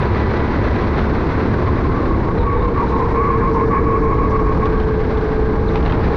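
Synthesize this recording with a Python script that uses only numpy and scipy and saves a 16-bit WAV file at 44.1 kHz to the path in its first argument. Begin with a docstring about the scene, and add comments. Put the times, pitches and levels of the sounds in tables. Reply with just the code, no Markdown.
"""A four-stroke engine throbs under buffeting wind, heard on board a racing kart on a short straight.
Its firings excite resonances of exhaust, fins and airbox and shake the frame; the chain whines, the
tread roars, bumps boom and grit ticks. Off the throttle, through a long corner, the brake pads hiss
and the loaded tyres squeal by stick-slip friction each time the hopping chassis bites.
At the exit the plastic bodywork rattles hardest."""
import sys
import numpy as np
from scipy import signal
from scipy.fft import rfft, irfft, next_fast_len
from scipy.io import wavfile
from scipy.ndimage import uniform_filter1d, map_coordinates

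SR = 44100
rng = np.random.default_rng(int(sys.argv[2]) if len(sys.argv) > 2 else 0)


def dump(signal):
    """Clip the signal to [-1, 1] and save it as 16-bit WAV at the path in sys.argv[1]."""
    limited = np.clip(np.atleast_2d(signal).T, -1, 1)
    pcm = np.round(limited * 32767).astype(np.int16)
    wavfile.write(sys.argv[1], SR, pcm)


N = 271656
TIME = np.arange(N) / SR

# engine speed (the crank turns twice per firing): time_s, firing_hz
FIRING_RATE = [(0, 35.15), (.95, 35.65), (1.75, 36.95), (2.1, 36.7), (2.35, 32.3), (3.0, 32.1),
               (3.12, 30.85), (3.33, 30.6), (3.52, 30.0), (3.8, 29.95), (4.2, 29.4), (4.45, 28.9),
               (4.95, 29.05), (5.45, 28.95), (5.7, 29.3), (6.16, 29.55)]
# exhaust strength as the engine pulls: time_s, level_db
EXHAUST_LEVEL = [(0, -27), (1.1, -24), (1.8, -24.5), (2.45, -30.5), (3.5, -21), (4.4, -23.5), (5.3, -26),
                 (6.16, -26.5)]
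# resonances of the exhaust and of the cylinder's fins: centre_hz, nominal_width_hz, relative_db
EXHAUST_MODES = [(64.3, 14, 0.5), (92.5, 22, -2.5), (112, 28, -1.5), (170.2, 17, -5), (210.7, 21, -4),
                 (254.8, 33, -1), (291, 26, -3), (328.4, 29, -1), (368.5, 36, -6.5), (416.6, 40, -6)]
FIN_MODES = [(1558, 90, -1), (1680, 51, -3.5), (2170, 79, -9.5)]
# airbox drone, strong once the revs drop: time_s, level_db
AIRBOX_LEVEL = [(0, -50), (1.2, -42), (2.2, -40.5), (3.15, -23), (4.9, -23.5), (5.76, -21.5), (5.89, -33),
                (6.16, -25)]
# airbox gulps as the throttle is feathered: peak_s, level_db
AIRBOX_GULPS = [(2.385, -25.5), (2.599, -21.5)]
# chain whine and its octave: time_s, level_db
CHAIN_LEVEL = [(0, -31.5), (.6, -34.5), (1.1, -45.5), (3.6, -39), (5.2, -41), (5.8, -34.5), (6.16, -33.5)]
CHAIN_OCTAVE_LEVEL = [(0, -42.5), (.65, -38.5), (1.2, -50), (2.8, -50), (3.3, -44), (4.6, -42),
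                      (5.4, -46.5), (6.16, -46)]
# eddies at the microphone and rush of the air stream: time_s, level_db
EDDY_LEVEL = [(0, -22), (.55, -22), (.95, -20), (2.45, -17.5), (3.25, -20), (4.4, -15), (5.2, -19),
              (5.9, -15.5), (6.16, -19.5)]
RUSH_LEVEL = [(0, -24.5), (.7, -26), (1.4, -26.5), (2.3, -32), (3.0, -32), (3.7, -35), (5.1, -30.5),
              (5.55, -31.5), (5.88, -27), (6.16, -28)]
# brief swells and dips in the rushing noise: peak_s, change_db
SWELLS_AND_DIPS = [(.66, 3), (.82, 1), (1.0, 3.5), (2.35, -2), (2.41, 4), (2.5, -3), (2.6, 0.5),
                   (2.725, -4), (2.78, 3), (5.97, -1), (6.06, 4)]
# roar of the tread on asphalt: time_s, level_db
ROLL_LEVEL = [(0, -21.5), (2.25, -19.5), (2.58, -24.5), (2.9, -20.5), (4.0, -20), (4.6, -18.5),
              (4.95, -22.5), (6.16, -20)]
# sideways tyre load, relative to the apex: time_s, load_db
CORNERING_LOAD = [(0, -16.5), (1.5, -6.5), (2.12, -10), (2.3, 4), (2.5, -20), (3.0, 4.5), (3.2, -0.5),
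                  (3.8, -1.5), (4.45, -1), (4.9, -14), (5.7, -26)]
# chassis vibration forced by the engine and by bumps: time_s, level_db
SHAKE_LEVEL = [(0, -19), (.6, -22), (.85, -27), (1.3, -24), (1.8, -23), (2.3, -30), (3.15, -31.5),
               (3.6, -23), (4.5, -24.5), (5.2, -38.5), (5.9, -28), (6.16, -31)]
BOOM_LEVEL = [(0, -21.5), (.5, -32), (1.1, -28), (1.65, -22), (2.15, -30.5), (2.8, -31), (4.4, -30),
              (5.3, -35), (5.7, -24), (6.16, -25)]
# strongest harmonics of the engine's shaking: multiple_of_firing_rate
SHAKE_HARMONICS = (2, 3, 4, 6, 10)
# their strengths: relative_db
SHAKE_HARMONIC_DB = (0.5, 0, -2.5, -3, -5)
# grit thrown up by the tyres: time_s, level_db
GRIT_LEVEL = [(0, -70), (.4, -73), (.7, -62), (1.9, -66), (2.3, -79), (3.2, -65), (6.16, -68.5)]
# bodywork impacts: start_s, level_db, decay_s
PANEL_BLOWS = [(.98, -28, 0.015), (2.642, -35.5, 0.0046), (2.679, -33, .0093), (2.774, -30, 0.013),
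               (3.088, -33, 0.0082), (3.545, -35.5, .012), (4.308, -30.5, .015), (4.574, -34, 0.0043),
               (4.657, -26.5, 0.008), (4.708, -37, .005), (4.776, -34, .003), (4.8, -24, .008),
               (4.836, -33, 0.0037), (4.886, -34, .005), (5.036, -34, 0.0096), (5.171, -26, 0.013),
               (5.722, -29, .005), (5.757, -17.5, .008), (5.772, -24, 0.0043), (5.828, -24.5, .005),
               (5.852, -22, .007), (5.861, -21, 0.0059), (5.879, -24, .006), (5.897, -23, 0.0054),
               (5.911, -27.5, .005), (5.9228, -17, 0.0038), (5.9486, -28, 0.0045), (6.009, -26.5, 0.0068)]
# tyre squeals: start_s, length_s, level_db, pitch_hz
TYRE_SQUEALS = [(1.66, 0.05, -25.5, 1065), (1.775, 0.025, -26, 1090), (1.845, 0.021, -21, 1076),
                (1.89, 0.037, -27, 1083), (1.945, 0.067, -26.5, 1140), (2.015, 0.029, -25.5, 1060),
                (2.1, 0.061, -25.5, 1085), (2.27, 0.053, -30, 1104), (2.395, 0.053, -23.5, 927),
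                (2.445, 0.125, -23, 1122), (2.56, 0.027, -23, 900), (2.612, 0.087, -23, 1075),
                (2.765, 0.055, -20.5, 1130), (2.787, 0.017, -20, 949), (2.828, 0.022, -20.5, 949),
                (2.915, 0.07, -23.5, 1095), (2.995, 0.061, -22, 1040), (3.105, 0.045, -27, 1057),
                (3.152, 0.06, -16.5, 1085), (3.212, 0.1, -20, 1118), (3.29, .08, -19, 1090),
                (3.41, 0.092, -18.5, 1082), (3.555, 0.0905, -18.5, 1082), (3.71, 0.093, -16, 1114),
                (3.855, 0.13, -19, 1098), (4.02, 0.14, -20.5, 1093), (4.177, 0.099, -20, 1115),
                (4.315, 0.04, -20.5, 1100), (4.352, 0.013, -14.5, 1116), (4.385, .04, -22.5, 1090),
                (4.452, 0.079, -22.5, 1090), (4.595, 0.085, -22, 1113), (4.74, 0.054, -28, 1132),
                (4.88, 0.058, -30.5, 1085)]
# faint, thin squeaks and one long, thin engine whistle: start_s, length_s, level_db, pitch_hz
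SQUEAKS_AND_WHISTLE = [(2.378, 0.057, -45.5, 3880), (2.55, .1, -52, 3640), (2.87, 0.18, -53, 3880),
                       (4.7, 0.83, -42, 1550), (5.682, 0.014, -39, 3880)]
# sprays of grit, touches of the brake pads, rear tyre slides: peak_s, level_db, half_length_s
GRIT_SPRAYS = [(1.025, -58, .012), (1.337, -59, .008), (2.644, -56, .003), (3.092, -58, .01),
               (3.23, -62, .03), (3.4, -60, .02), (3.545, -56, .025), (3.68, -56, .025), (4.03, -59, .025),
               (4.31, -57, 0.024), (4.41, -57, .015), (4.46, -56.5, .018), (4.565, -58, 0.018),
               (5.18, -60, .015), (5.25, -60, .015), (5.685, -60, .013), (5.725, -61, .013),
               (5.757, -57, .008), (5.82, -58, .013)]
PAD_TOUCHES = [(2.686, -56, .008), (2.84, -60, .03), (2.902, -54, .018), (2.99, -56, .025),
               (3.12, -58, .03)]
REAR_SLIDES = [(2.83, -25.5, 0.037), (2.95, -26, 0.066), (3.03, -29, 0.044), (3.13, -27.5, .04),
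               (3.56, -23.5, .04)]
# spectral shapes of the noise sources: frequency_hz, relative_density_db
EDDY_SPECTRUM = [(12, -6.5), (25, -4), (48, -2), (80, -3.5), (120, -14), (170, -13), (400, -40.5)]
RUSH_SPECTRUM = [(150, 4.5), (400, 25.5), (600, 23), (1000, 18.5), (1500, 18.5), (2000, 14), (2500, 8),
                 (3000, 1.5), (4100, 1.5), (5100, -8.5), (6000, -14.5), (7700, -38), (10000, -41.5),
                 (13000, -56)]
ROLL_SPECTRUM = [(80, -9), (150, -3.5), (260, -1.5), (400, -2), (480, -7), (590, -13.5), (730, -14.5),
                 (900, -12.5), (1100, -11), (1400, -24.5), (3000, -60), (4000, -44), (5700, -51),
                 (8000, -67.5)]
SCRUB_SPECTRUM = [(700, -16.5), (840, 6), (980, 8.5), (1350, 0), (1680, -1.5), (1900, -1), (2250, -2),
                  (2700, -28.5), (4000, -43.5)]
GRIT_SPECTRUM = [(3500, -6.5), (4400, 2), (5700, 6), (6800, -8), (8000, -16.5), (9200, -13), (10300, -13),
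                 (12000, -28.5)]
PANEL_SPECTRUM = [(300, -1), (900, 12.5), (1600, 5), (2200, -1), (2800, -1), (4000, -7.5), (5500, -22.5),
                  (8000, -49.5)]
PAD_SPECTRUM = [(3500, -3), (5000, 3.5), (7000, -8), (8200, -16.5), (9500, -28)]


def undb(db):
    """Decibels to amplitude ratio."""
    return 10 ** (np.asarray(db) / 20)


def unit(x):
    """Normalisation to rms 1."""
    return x / np.sqrt(np.mean(x ** 2))


def noise():
    """Gaussian white noise."""
    return rng.standard_normal(N)


def walk(rate_hz):
    """Smooth random modulation of rms 1, changing about rate_hz times a second."""
    steps = np.interp(TIME * rate_hz, np.arange(N), noise())
    return unit(uniform_filter1d(steps, int(SR / rate_hz / 2) + 1))


def curve(table):
    """Linear interpolation through rows of time_s, value."""
    return np.interp(TIME, *np.transpose(table))


def bursts(table):
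    """Gaussian envelopes from rows of peak_s, level_db, half_length_s."""
    return sum(undb(db) * np.exp(-((TIME - s) / half) ** 2) for s, db, half in table)


def colour(x, spectrum):
    """Spectral shaping, falling a further 12 dB per octave beyond the table's ends; rms 1."""
    hz, db = np.transpose(spectrum)
    size = next_fast_len(N)
    bin_hz = np.maximum(np.arange(size // 2 + 1) * SR / size, 1)
    skirts = np.minimum(bin_hz / hz[0], 1) ** 2 * np.minimum(hz[-1] / bin_hz, 1) ** 2
    gain = skirts * undb(np.interp(np.log(bin_hz), np.log(hz), db))
    return unit(irfft(rfft(x, size) * gain, size)[:N])


def resonate(x, hz, width_hz):
    """Two identical two-pole resonators in cascade, each width_hz wide; gain 1 at the centre."""
    b, a = signal.iirpeak(hz, hz / width_hz, fs=SR)
    return signal.lfilter(b, a, signal.lfilter(b, a, x))


def ringing(hz, width_hz):
    """Random excitation of a resonance gives narrow-band noise; rms 1."""
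    return unit(resonate(noise(), hz, width_hz))


def harmonic(cycle, order, waver_rad, flutter_db):
    """A multiple of the firing rate under random phase and amplitude modulation; rms 1."""
    phase = 2 * np.pi * order * cycle + waver_rad * walk(35)
    return unit(np.sin(phase) * undb(flutter_db * walk(25)))


def firings(cycle, modes, scatter_db):
    """Impulse excitation: one pulse per firing, of varying strength, rings a set of modes."""
    count = np.floor(cycle)
    pulses = np.diff(count, prepend=count[0]) * undb(scatter_db * walk(30))
    return unit(sum(undb(db) * resonate(pulses, hz, 1.3 * width) for hz, width, db in modes))


def engine(cycle):
    """Periodic excitation: the firings ring the low modes of the exhaust and the high ones of the fins."""
    exhaust = undb(curve(EXHAUST_LEVEL)) * firings(cycle, EXHAUST_MODES, scatter_db=1.9)
    fins = undb(-43) * firings(cycle, FIN_MODES, scatter_db=1.5)
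    return exhaust + fins


def airbox(cycle, firing_hz, centre_hz=472, half_width_hz=35, gulp_half_s=0.079):
    """Cavity resonance favours the nearer of two firing harmonics, over a rough rush of intake air."""
    orders = (14, 15)
    weights = [(1 + ((k * firing_hz - centre_hz) / half_width_hz) ** 2) ** -2 for k in orders]
    rush = ringing(hz=453, width_hz=65)
    tones = [harmonic(cycle, k, waver_rad=0.38, flutter_db=1.9) for k in orders]
    drone = sum(weight * tone for weight, tone in zip(weights, tones)) / np.hypot(*weights)
    drone_db = curve(AIRBOX_LEVEL)
    rush_db = -27.5 + 0.35 * (drone_db - drone_db.max())
    gulps = bursts((s, db, gulp_half_s) for s, db in AIRBOX_GULPS)
    return np.hypot(undb(drone_db), gulps) * drone + np.hypot(undb(rush_db), gulps) * rush


def chain(cycle):
    """Meshing tone and its octave: a 14-tooth sprocket engages the chain 28 times per firing."""
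    mesh = undb(curve(CHAIN_LEVEL)) * harmonic(cycle, 28, waver_rad=0.8, flutter_db=0.5)
    octave = undb(curve(CHAIN_OCTAVE_LEVEL)) * harmonic(cycle, 56, waver_rad=1.7, flutter_db=1.4)
    return mesh + octave


def wind(cycle, firing_hz, reference_hz=30.93, throb_db=1.0, flicker_db=1.5, lump_db=1.0):
    """Turbulence: eddies buffet the microphone; the rush flickers and throbs with the engine's shaking."""
    # above the reference firing rate the eddies pass faster and their spectrum shifts up
    eddy_position = np.cumsum((firing_hz / reference_hz) ** 1.2)
    eddies = map_coordinates(colour(noise(), EDDY_SPECTRUM), [eddy_position], mode="mirror")
    buffet = eddies * undb(curve(EDDY_LEVEL) + lump_db * walk(13))
    modulation_db = throb_db * np.cos(2 * np.pi * cycle) + flicker_db * walk(70)
    rush = colour(noise() * undb(modulation_db), RUSH_SPECTRUM) * undb(curve(RUSH_LEVEL))
    change_db = sum(db * np.exp(-((TIME - s) / 0.032) ** 2) for s, db in SWELLS_AND_DIPS)
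    return (buffet + rush) * undb(change_db)


def tyres(cycle, throb_db=0.16, grain_db=3.0, patchy_db=2.0):
    """Contact noise: the tread rolls and scrubs under cornering load, modulated by each power stroke."""
    scrub_db = -33 + 0.29 * curve(CORNERING_LOAD) + patchy_db * walk(12)
    tug = undb(throb_db * np.cos(2 * np.pi * cycle))
    roll = colour(noise() * tug, ROLL_SPECTRUM) * undb(curve(ROLL_LEVEL))
    friction = noise() * tug * undb(grain_db * walk(90))
    return roll + colour(friction, SCRUB_SPECTRUM) * undb(scrub_db)


def shake(cycle):
    """Forced vibration: crank and piston drive the chassis, unsteadily as the road jolts it."""
    throb = sum(undb(db) * harmonic(cycle, k, waver_rad=0.78, flutter_db=4.5)
                for k, db in zip(SHAKE_HARMONICS, SHAKE_HARMONIC_DB))
    return unit(throb) * undb(curve(SHAKE_LEVEL))


def chassis_boom():
    """Mass-spring resonance: bumps set the frame booming on its soft tyres."""
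    return ringing(hz=97.1, width_hz=55) * undb(curve(BOOM_LEVEL))


def grit(per_second=800, spread_db=2.5):
    """Shot noise: tiny stones strike the chassis at random, most faintly, now and then in a spray."""
    hits = rng.random(N) < per_second / SR
    strength = undb(spread_db * np.minimum(rng.exponential(size=N), 4))
    envelope = np.hypot(undb(curve(GRIT_LEVEL)), bursts(GRIT_SPRAYS))
    return colour(hits * strength, GRIT_SPECTRUM) * envelope


def rattles(chatter_db=3.5, tap_db=17):
    """Damped impacts: plastic panels collide with a hard tap, then chatter in exponential decay."""
    blows = sum(undb(db) * (TIME >= s) * np.exp(-np.maximum(TIME - s, 0) / decay_s)
                for s, db, decay_s in PANEL_BLOWS)
    taps = undb(tap_db) * np.maximum(np.diff(blows, prepend=0), 0)
    chatter = blows * noise() * undb(chatter_db * walk(900))
    return colour(taps + chatter, PANEL_SPECTRUM) * np.sqrt(np.mean(blows ** 2))


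def rough_tones(table, grain_hz, rough_db, overtone_db, edge_s, jitter, wander, sag, rise):
    """Frequency and amplitude modulation: each tone dips, climbs and trembles at random."""
    out = np.zeros(N)
    # jitter, wander, sag and rise are fractions of the pitch; tones alternate between two textures
    textures = [(1 + jitter * walk(grain_hz) + wander * walk(70), undb(rough_db * walk(grain_hz / 2)))
                for _ in range(2)]
    for k, (start_s, length_s, level_db, pitch_hz) in enumerate(table):
        tremble, flutter = textures[k % 2]
        live = np.abs(TIME - start_s - length_s / 2) < length_s / 2 + edge_s
        t = TIME[live] - start_s
        progress = np.clip(2 * t / length_s - 1, -1, 1)
        hz = pitch_hz * (1 - sag * np.cos(np.pi * progress) + rise * progress)
        phase = 2 * np.pi * np.cumsum(hz * tremble[live]) / SR
        tone = np.sin(phase) + undb(overtone_db) * np.sin(2 * phase)
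        fade = np.clip((np.minimum(t, length_s - t) + edge_s) / (2 * edge_s), 0, 1)
        out[live] += undb(level_db) * np.sin(np.pi / 2 * fade) ** 2 * unit(flutter[live] * tone)
    return out


def tyre_squeal(tread_hz=1092, width_hz=200):
    """Stick-slip: rubber squeals, shaken by the road's grain, and rasps as the tread's edge tears."""
    squeal = rough_tones(TYRE_SQUEALS, grain_hz=340, rough_db=2.0, overtone_db=-33, edge_s=0.017,
                         jitter=0.024, wander=0.009, sag=0.011, rise=0.006)
    envelope = np.sqrt(uniform_filter1d(squeal ** 2, size=1500) + 1e-12)
    tear = undb(-12) * ringing(tread_hz, width_hz)
    octave = undb(-21) * ringing(2 * tread_hz, 2 * width_hz)
    scrape = undb(-18) * colour(noise(), SCRUB_SPECTRUM)
    return squeal + envelope * (tear + octave + scrape)


def squeaks_and_whistle():
    """Modulated tones: faint, thin squeaks and one long, thin whistle of an engine-excited resonance."""
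    return rough_tones(SQUEAKS_AND_WHISTLE, grain_hz=517, rough_db=3.5, overtone_db=-33.5, edge_s=0.013,
                       jitter=0.036, wander=0.006, sag=0.0028, rise=0.004)


def brake():
    """Sliding friction: the pads brush the disc in short, dry hisses on the way into the corner."""
    return colour(noise(), PAD_SPECTRUM) * bursts(PAD_TOUCHES)


def rear_slide():
    """Friction excites a lower, hoarser resonance of the tread while the rear steps out."""
    return ringing(hz=938, width_hz=180) * bursts(REAR_SLIDES)


def scene():
    """Superposition in open air of sources that travel with the microphone; one channel."""
    firing_hz = curve(FIRING_RATE)
    cycle = np.cumsum(firing_hz * (1 + 0.0018 * walk(12))) / SR  # firings elapsed
    drive = engine(cycle) + airbox(cycle, firing_hz) + chain(cycle)
    air_and_road = wind(cycle, firing_hz) + tyres(cycle)
    frame = shake(cycle) + chassis_boom() + grit() + rattles()
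    corner = tyre_squeal() + squeaks_and_whistle() + brake() + rear_slide()
    return (drive + air_and_road + frame + corner)[None]


def record(dry, knee=0.25, squeeze=0.57, makeup_db=1.5, cutoff_hz=12500):
    """Dynamic compression holds down the loudest moments; a low-pass filter cuts the top."""
    power = uniform_filter1d(uniform_filter1d(dry ** 2, size=500), size=500)
    envelope = np.sqrt(power + 1e-12)
    held = undb(makeup_db) * dry / (1 + (envelope / knee) ** 2) ** squeeze
    return signal.sosfilt(signal.ellip(8, 0.2, 70, cutoff_hz, fs=SR, output="sos"), held)


dry = scene()
out = record(dry)
dump(out)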